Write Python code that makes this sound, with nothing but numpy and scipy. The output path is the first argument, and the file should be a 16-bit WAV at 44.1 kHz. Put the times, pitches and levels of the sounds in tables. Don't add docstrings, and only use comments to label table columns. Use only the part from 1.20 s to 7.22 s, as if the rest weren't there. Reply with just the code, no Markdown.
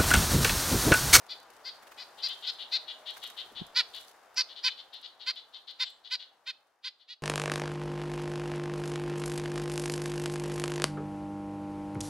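import sys
import numpy as np
from scipy import signal
from scipy.fft import rfft, irfft, next_fast_len
from scipy.io import wavfile
from scipy.ndimage import map_coordinates

SR = 44100
rng = np.random.default_rng(int(sys.argv[2]) if len(sys.argv) > 2 else 0)


def wrap_up_sound(samples):
    columns = np.atleast_2d(samples).T
    tamed = np.clip(columns, -1, 1)
    steps = np.round(tamed * 32767).astype(np.int16)
    wavfile.write(sys.argv[1], SR, steps)


N = 265570
TIME = np.arange(N) / SR
NOTE = np.arange(-SR // 16, SR // 16) / SR

# time_s, level_db
FOREST_LEVEL = [(0, -59), (2.5, -59.5), (5.2, -71), (6, -81)]
# frequency_hz, relative_level_db
AIR_COLOUR = [(15, -67.5), (25, -24.5), (150, -21.5), (284, -9), (800, 2.5), (966, 0), (1620, -4),
              (2310, -12.5), (3140, -14.5), (3370, -22), (3700, -14.5), (4070, -38.5), (4800, -20),
              (7000, -27.5), (9100, -47), (15400, -120)]
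# frequency_hz, relative_level_db
LEAF_COLOUR = [(1450, -14.5), (4100, 1.5), (7100, -3.5), (10100, -5), (14100, -8.5), (15900, -13.5)]
LEAF_DB = -8.5
# frequency_hz, time_to_fall_60_db_s
WOOD_RING = [(510, 1), (3550, 0.35), (6100, 0.38), (12100, 0.32)]

# centre_s, length_s, pitch_hz, level_db (before the woods spread them)
FAR_WHISTLES = [(1.73, .16, 7000, -72), (4.67, .1, 7600, -63)]

# time_s, approximate_peak_db
HUSK_TAPS = [(.0662, -47.5), (.1092, -47.5), (1.0874, -36), (2.0383, -36.5), (2.0672, -41.5),
             (2.4673, -43.5), (2.7492, -39.5), (2.7634, -40.5), (2.812, -41.5), (2.8893, -48),
             (3.1448, -51.5), (3.7399, -47.5), (3.8147, -50), (4.1565, -52), (4.5111, -53), (4.7027, -50.5)]
# start_s, end_s, typical_tick_peak_db
FOOT_SHUFFLES = [(0.161, .39, -50), (1.899, 2.19, -47), (2.732, 2.93, -51), (5.39, 5.51, -63.5)]
# frequency_hz, relative_level_db
HUSK_COLOUR = [(820, -14.5), (2450, -2), (5100, -2), (8100, -5), (13100, -3.5), (15900, -16)]
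TICKS_PER_S, TICK_SCATTER_DB = 30, 4

# first_stroke_s, last_stroke_s, interval_s, swish_db, swish_change_db_per_s, push_db
WINGBEATS = [(0.631, .722, .045, -54, 40, -67), (1.972, 2.182, 0.067, -47, -53, -70.5),
             (2.262, 2.323, .062, -75, 40, -57)]
# centre_s, length_s, level_db
FEATHER_WHIRRS = [(.8, 0.21, -68.5), (1.16, 0.52, -63.5), (2.06, 0.53, -62.5), (2.8, 0.31, -63.5)]
# frequency_hz, relative_level_db
FEATHER_COLOUR = [(310, -12.5), (1250, 12), (3100, 2.5), (6100, -2), (12100, -7), (15900, -5)]
# frequency_hz, relative_level_db
PUSH_COLOUR = [(60, -20), (200, -12), (330, -4), (500, -5), (1200, -30)]
# frequency_hz, relative_level_db
EDDY_COLOUR = [(30, -4), (170, 0), (350, -10), (800, -50)]
STROKE_S = .017
PUFF_S, PUFF_HZ, PUFF_DB, PUFF_DECAY_S = 2.4193, 181, -30, 0.0038
EDDY_DB, EDDY_DECAY_S = -58, 0.046

# centre_s, top_pitch_hz, level_db (before placing)
SHY_NOTES = [(1.005, 491, -48), (1.105, 513, -37.5), (1.252, 515, -38.5), (1.414, 494, -39),
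             (1.701, 499.2, -38.5), (1.889, 497.3, -37.5), (2.046, 503, -40), (2.197, 503.4, -38),
             (2.382, 496.4, -39.5), (2.762, 499.6, -42.5), (3.31, 489.5, -48), (3.38, 492.4, -44.5),
             (3.508, 520, -42), (3.596, 521, -45.5), (3.751, 495, -44), (3.848, 501.8, -44),
             (4.021, 487, -45.5), (4.181, 515, -43.5), (4.355, 517, -44.5), (4.497, 494, -44),
             (4.664, 520, -43.5), (4.865, 496.5, -47), (5.015, 508, -46), (5.815, 505, -59.5)]
# time_s, length_s, beak_resonance_hz
SHY_CHANGE = [(2.4, .061, 3645), (3.5, .05, 4200)]
# frequency_hz, relative_level_db
SHY_COLOUR = [(600, -49.5), (1510, -15.5), (2010, -12), (2520, -15.5), (3020, -2), (3610, -2.1), (4310, -6),
              (5010, -16.5), (7100, -29), (11100, -59)]

# centre_s, top_pitch_hz, level_db (before placing), length_s,
# base_beak_resonance_hz, resonance_glide_share, fullness_db
BOLD_NOTES = [(.117, 516.4, -39, 0.057, 3800, -0.019, 2), (0.476, 528.5, -39.5, 0.061, 4290, -0.068, 6.5),
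              (0.807, 509.6, -43, .072, 4150, 0.14, 9.5), (1.053, 528.3, -30, 0.059, 4280, -0.062, 2),
              (1.289, 512, -32, 0.044, 3830, 0, -0.5), (1.548, 524.7, -27.5, .066, 3860, 0, 0.5),
              (2.586, 505.6, -23, 0.067, 4120, -0.069, 10.5),
              (3.194, 523.6, -25.5, 0.059, 5030, -0.12, 6.5), (3.466, 523.2, -25, 0.06, 3870, -0.25, 6),
              (4.09, 528.6, -28.5, 0.055, 4140, 0.072, 11), (4.621, 521, -28, .05, 4040, 0, 8.5),
              (4.935, 517.2, -30, 0.056, 4020, 0.076, 7), (5.29, 530.5, -35.5, .053, 3790, 0, 11),
              (5.666, 526, -37, .057, 3800, 0.02, 6.5), (5.915, 496, -44, 0.07, 3450, .04, -0.5)]
# frequency_hz, relative_level_db
BOLD_COLOUR = [(200, -52.5), (500, -30.5), (1000, -10), (1500, -2), (2100, 0), (2900, -1.5), (3600, 3.5),
               (4900, 7), (6000, -7), (7500, -15.5), (10000, -28.5), (13000, -21), (15000, -36.5)]
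# time_s, left_over_right_db, right_ear_lead_ms, echo_db
BOLD_PLACES = [(0.5, 4.5, 0.0045, -6), (1.55, 4.5, 0.0048, -10.5), (2.59, -0.7, 0.023, -17.5),
               (4.63, 0, .021, -19), (5.9, -1, 0.026, -16.5)]
RISE_SAG, FALL_SAG, CREST_S = .45, 1.2, 0.001975
EDGE_SHARE = 0.55

TOP_HZ = 15830


def amp(db):
    return 10 ** (np.asarray(db) / 20)


def unit(x):
    return x / np.sqrt(np.mean(x ** 2) + 1e-20)


def along(points, hz):
    f, v = np.transpose(points)
    return np.interp(np.log(hz + 1), np.log(f + 1), v)


def curves(rows, at=TIME):
    s, *cols = np.transpose(rows)
    return [np.interp(at, s, c) for c in cols]


def wobble(rate, n=N):
    points = rng.standard_normal(int(n * rate / SR) + 4)
    return map_coordinates(points, [np.arange(n) * rate / SR])


def filtered(x, response):
    n = x.shape[-1]
    m = next_fast_len(n + 2048)
    return irfft(rfft(x, m) * response(np.fft.rfftfreq(m, 1 / SR)), m)[..., :n]


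def resonate(x, colour_db):
    size = 1024
    cepstrum = irfft(np.log(amp(colour_db(np.fft.rfftfreq(size, 1 / SR))) + 1e-6))
    cepstrum[1:size // 2] *= 2
    cepstrum[size // 2 + 1:] = 0
    ringing = irfft(np.exp(rfft(cepstrum)))
    return signal.fftconvolve(x, ringing)[:len(x)]


def noise(spectrum, side_db, n=N):
    mid, side = filtered(rng.standard_normal((2, n)), lambda hz: amp(along(spectrum, hz)))
    return unit(np.array([mid + amp(side_db) * side, mid - amp(side_db) * side]))


def add(track, s, sound):
    start = round(s * SR)
    part = sound[:, max(-start, 0):max(N - start, 0)]
    track[:, max(start, 0):][:, :part.shape[1]] += part


def place(x, pan_db, lead_ms):
    sides = np.array([[1], [-1]]) / 2
    delayed = filtered(x, lambda hz: np.exp(-2j * np.pi * hz * sides * lead_ms / 1000))
    return amp(sides * pan_db) * delayed


def woods(x, pan_db, near_t60=0.31, deep_db=-9, side_db=-3.5):
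    hz, t, z = signal.stft(rng.standard_normal((2, SR * 2 // 3)), SR, nperseg=256)
    near = amp(-60 * t / near_t60)
    deep = amp(deep_db - 60 * t / along(WOOD_RING, hz)[:, None])
    build_up = -np.expm1(-t / 0.0035)
    mid, side = signal.istft(z * (near + deep) * build_up, SR, nperseg=256)[1]
    tail = np.array([mid + amp(side_db) * side, mid - amp(side_db) * side])
    tail *= amp([[pan_db / 2], [-pan_db / 2]]) / np.linalg.norm(tail[0])
    return signal.fftconvolve(x[None], tail, axes=1)


def nearby(x, db, reach=.006, count=5):
    delays = reach * rng.uniform(.1, 1, (count, 1))
    sizes = amp(db) * rng.choice([-1, 1], (count, 1)) / np.sqrt(count)
    return filtered(x, lambda hz: 1 + (sizes * np.exp(-2j * np.pi * hz * delays)).sum(axis=0))


def syrinx(top_hz, length, quaver, rough, edge_db):
    u = (NOTE - CREST_S) / length
    arch = 1 - np.where(u < 0, RISE_SAG, FALL_SAG) * np.square(u)
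    pitch = top_hz * np.maximum(arch, .75) * (1 + quaver * wobble(220, len(NOTE)))
    phase = 2 * np.pi * np.cumsum(pitch) / SR
    pulses = unit(np.cos(np.outer(np.arange(1, 33), phase)).sum(axis=0))
    buzzing_edge = unit(rng.standard_normal(len(NOTE)) * np.square(1 + np.cos(phase)))
    swell = signal.windows.hann(len(NOTE)) / (1 + np.abs(NOTE / (.42 * length)) ** 7)
    uneven_pulses = pulses * (1 + rough * wobble(496.3, len(NOTE)))
    return swell * (uneven_pulses + amp(edge_db) * buzzing_edge)


def at_level(note, db):
    core = note[np.abs(NOTE) < .012]
    return note * amp(db) / np.sqrt(np.mean(core ** 2))


def beak(hz, centre_hz, width_hz, db):
    return db * np.exp(-((hz - centre_hz) / width_hz) ** 2)


def forest():
    forest_db, = curves(FOREST_LEVEL)
    air = noise(AIR_COLOUR, side_db=-9.5) * amp([[1.3], [-1.3]]) * amp(0.18 * wobble(18))
    hiss = noise(LEAF_COLOUR, side_db=-1.8) * amp(1.4 * wobble(30) + 1.8 * wobble(400))
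    tone_pitch = 624 * (1 + 0.0094 * wobble(28))
    tone = np.sin(2 * np.pi * np.cumsum(tone_pitch) / SR)
    tone *= np.exp(-np.square((TIME - 1.8) / 0.21))
    rumble = noise([(25, -9.5), (55, -4.5), (150, -5), (300, -23)], side_db=-10.5)
    air += amp(-25.0) * rumble * amp(3 * wobble(6))
    return amp(forest_db) * (amp(2.5) * air + amp(LEAF_DB) * hiss) + amp(-61) * tone


def whistles():
    out = np.zeros((2, N))
    for s, length, hz, db in FAR_WHISTLES:
        n = int(length * SR)
        pitch = hz * (1 + .06 * wobble(400, n))
        tone = np.sin(2 * np.pi * np.cumsum(pitch) / SR) * np.hanning(n)
        add(out, s - length / 2, amp(db) * woods(tone, pan_db=0))
    return out


def ticks():
    out = np.zeros((2, N))
    t = np.arange(SR // 25) / SR
    taps = list(HUSK_TAPS)
    for start, end, db in FOOT_SHUFFLES:
        for s in np.arange(start, end, 1 / TICKS_PER_S):
            late = rng.uniform(0, .5) / TICKS_PER_S
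            taps.append((s + late, db + rng.normal(0, TICK_SCATTER_DB)))
    for s, db in taps:
        strike = amp(-60 * t / 0.035) * -np.expm1(-t / 0.00024)
        click = noise(HUSK_COLOUR, side_db=-2.0, n=len(t)) * strike
        add(out, s - .001, amp(db - 6.5) * click)
    return out


def wings():
    out = np.zeros((2, N))
    for first, last, interval, swish_db, db_per_s, push_db in WINGBEATS:
        for s in np.arange(first, last + interval / 2, interval):
            swish = noise(FEATHER_COLOUR, side_db=-3.0, n=len(NOTE))
            swish *= amp(swish_db + db_per_s * (s - first))
            push = amp(push_db) * noise(PUSH_COLOUR, side_db=-21.0, n=len(NOTE))
            add(out, s + NOTE[0], (swish + push) * np.exp(-(2 * NOTE / STROKE_S) ** 2))

    whirr = sum(amp(db) * np.exp(-(2 * (TIME - s) / length) ** 2) for s, length, db in FEATHER_WHIRRS)
    flicker = amp(2.4 * wobble(42) + 3.2 * wobble(400))
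    out += whirr * noise(LEAF_COLOUR, side_db=1.2) * flicker

    eddies = noise(EDDY_COLOUR, side_db=-12) * np.exp(-np.abs(TIME - PUFF_S) / EDDY_DECAY_S)
    out += amp(EDDY_DB) * eddies
    puff = -(np.sin(2 * np.pi * PUFF_HZ * NOTE) + .35 * np.sin(4 * np.pi * PUFF_HZ * NOTE))
    puff *= np.exp(-np.abs(NOTE) / PUFF_DECAY_S)
    add(out, PUFF_S + NOTE[0], amp(PUFF_DB) * place(puff, pan_db=-.4, lead_ms=0.92))
    return out


def shy_nuthatch():
    out = np.zeros((2, N))
    for s, top_hz, db in SHY_NOTES:
        length, beak_hz = curves(SHY_CHANGE, s)

        def colour(hz):
            return along(SHY_COLOUR, hz) + beak(hz, beak_hz, db=11.0, width_hz=1570)

        voice = syrinx(top_hz, length, rough=.3, edge_db=-3.5, quaver=.03)
        note = at_level(nearby(resonate(voice, colour), db=-11.0, reach=0.018), db)
        add(out, s + NOTE[0], amp(-2.2) * place(note, lead_ms=-.008, pan_db=8.0))
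        add(out, s + NOTE[0], amp(-6.0) * woods(note, pan_db=-0.5))
    return out


def bold_colour(centre_hz, full_db):
    def colour(hz):
        tilt = full_db * np.interp(hz, [2400, 3600, 5200, 7000], [1, 0, 0, EDGE_SHARE])
        return along(BOLD_COLOUR, hz) + tilt + beak(hz, centre_hz, db=14, width_hz=1250)
    return colour


def bold_nuthatch():
    out = np.zeros((2, N))
    for s, top_hz, db, length, beak_hz, glide, full_db in BOLD_NOTES:
        voice = syrinx(top_hz, length, rough=0.14, edge_db=-8.0, quaver=0.012)
        gape = np.exp(-np.square((NOTE - .004) / 0.019))
        opening = (1 - gape) * (NOTE < .004)
        closing = (1 - gape) * (NOTE >= .004)
        half_open_hz = beak_hz * 1.002
        stages = [(opening, half_open_hz * (1 - glide)),
                  (gape, beak_hz * 1.009),
                  (closing, half_open_hz * (1 + glide))]
        note = sum(resonate(voice * share, bold_colour(hz, full_db)) for share, hz in stages)
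        note = at_level(nearby(note, db=-6, reach=.004), db)
        pan_db, lead_ms, echo_db = curves(BOLD_PLACES, s)
        add(out, s + NOTE[0], place(note, pan_db, lead_ms))
        echo_colour = [(1510, -4.5), (2410, -3.0), (3310, 1.0), (6010, -2.5)]  # Hz, dB
        spread = filtered(note, lambda hz: amp(along(echo_colour, hz)))
        add(out, s + NOTE[0], amp(echo_db) * woods(spread, pan_db=-1.0))
    return out


def scene():
    return forest() + whistles() + ticks() + wings() + shy_nuthatch() + bold_nuthatch()


def record(dry):
    return filtered(dry, lambda hz: hz < TOP_HZ)


dry = scene()
out = record(dry)
wrap_up_sound(out)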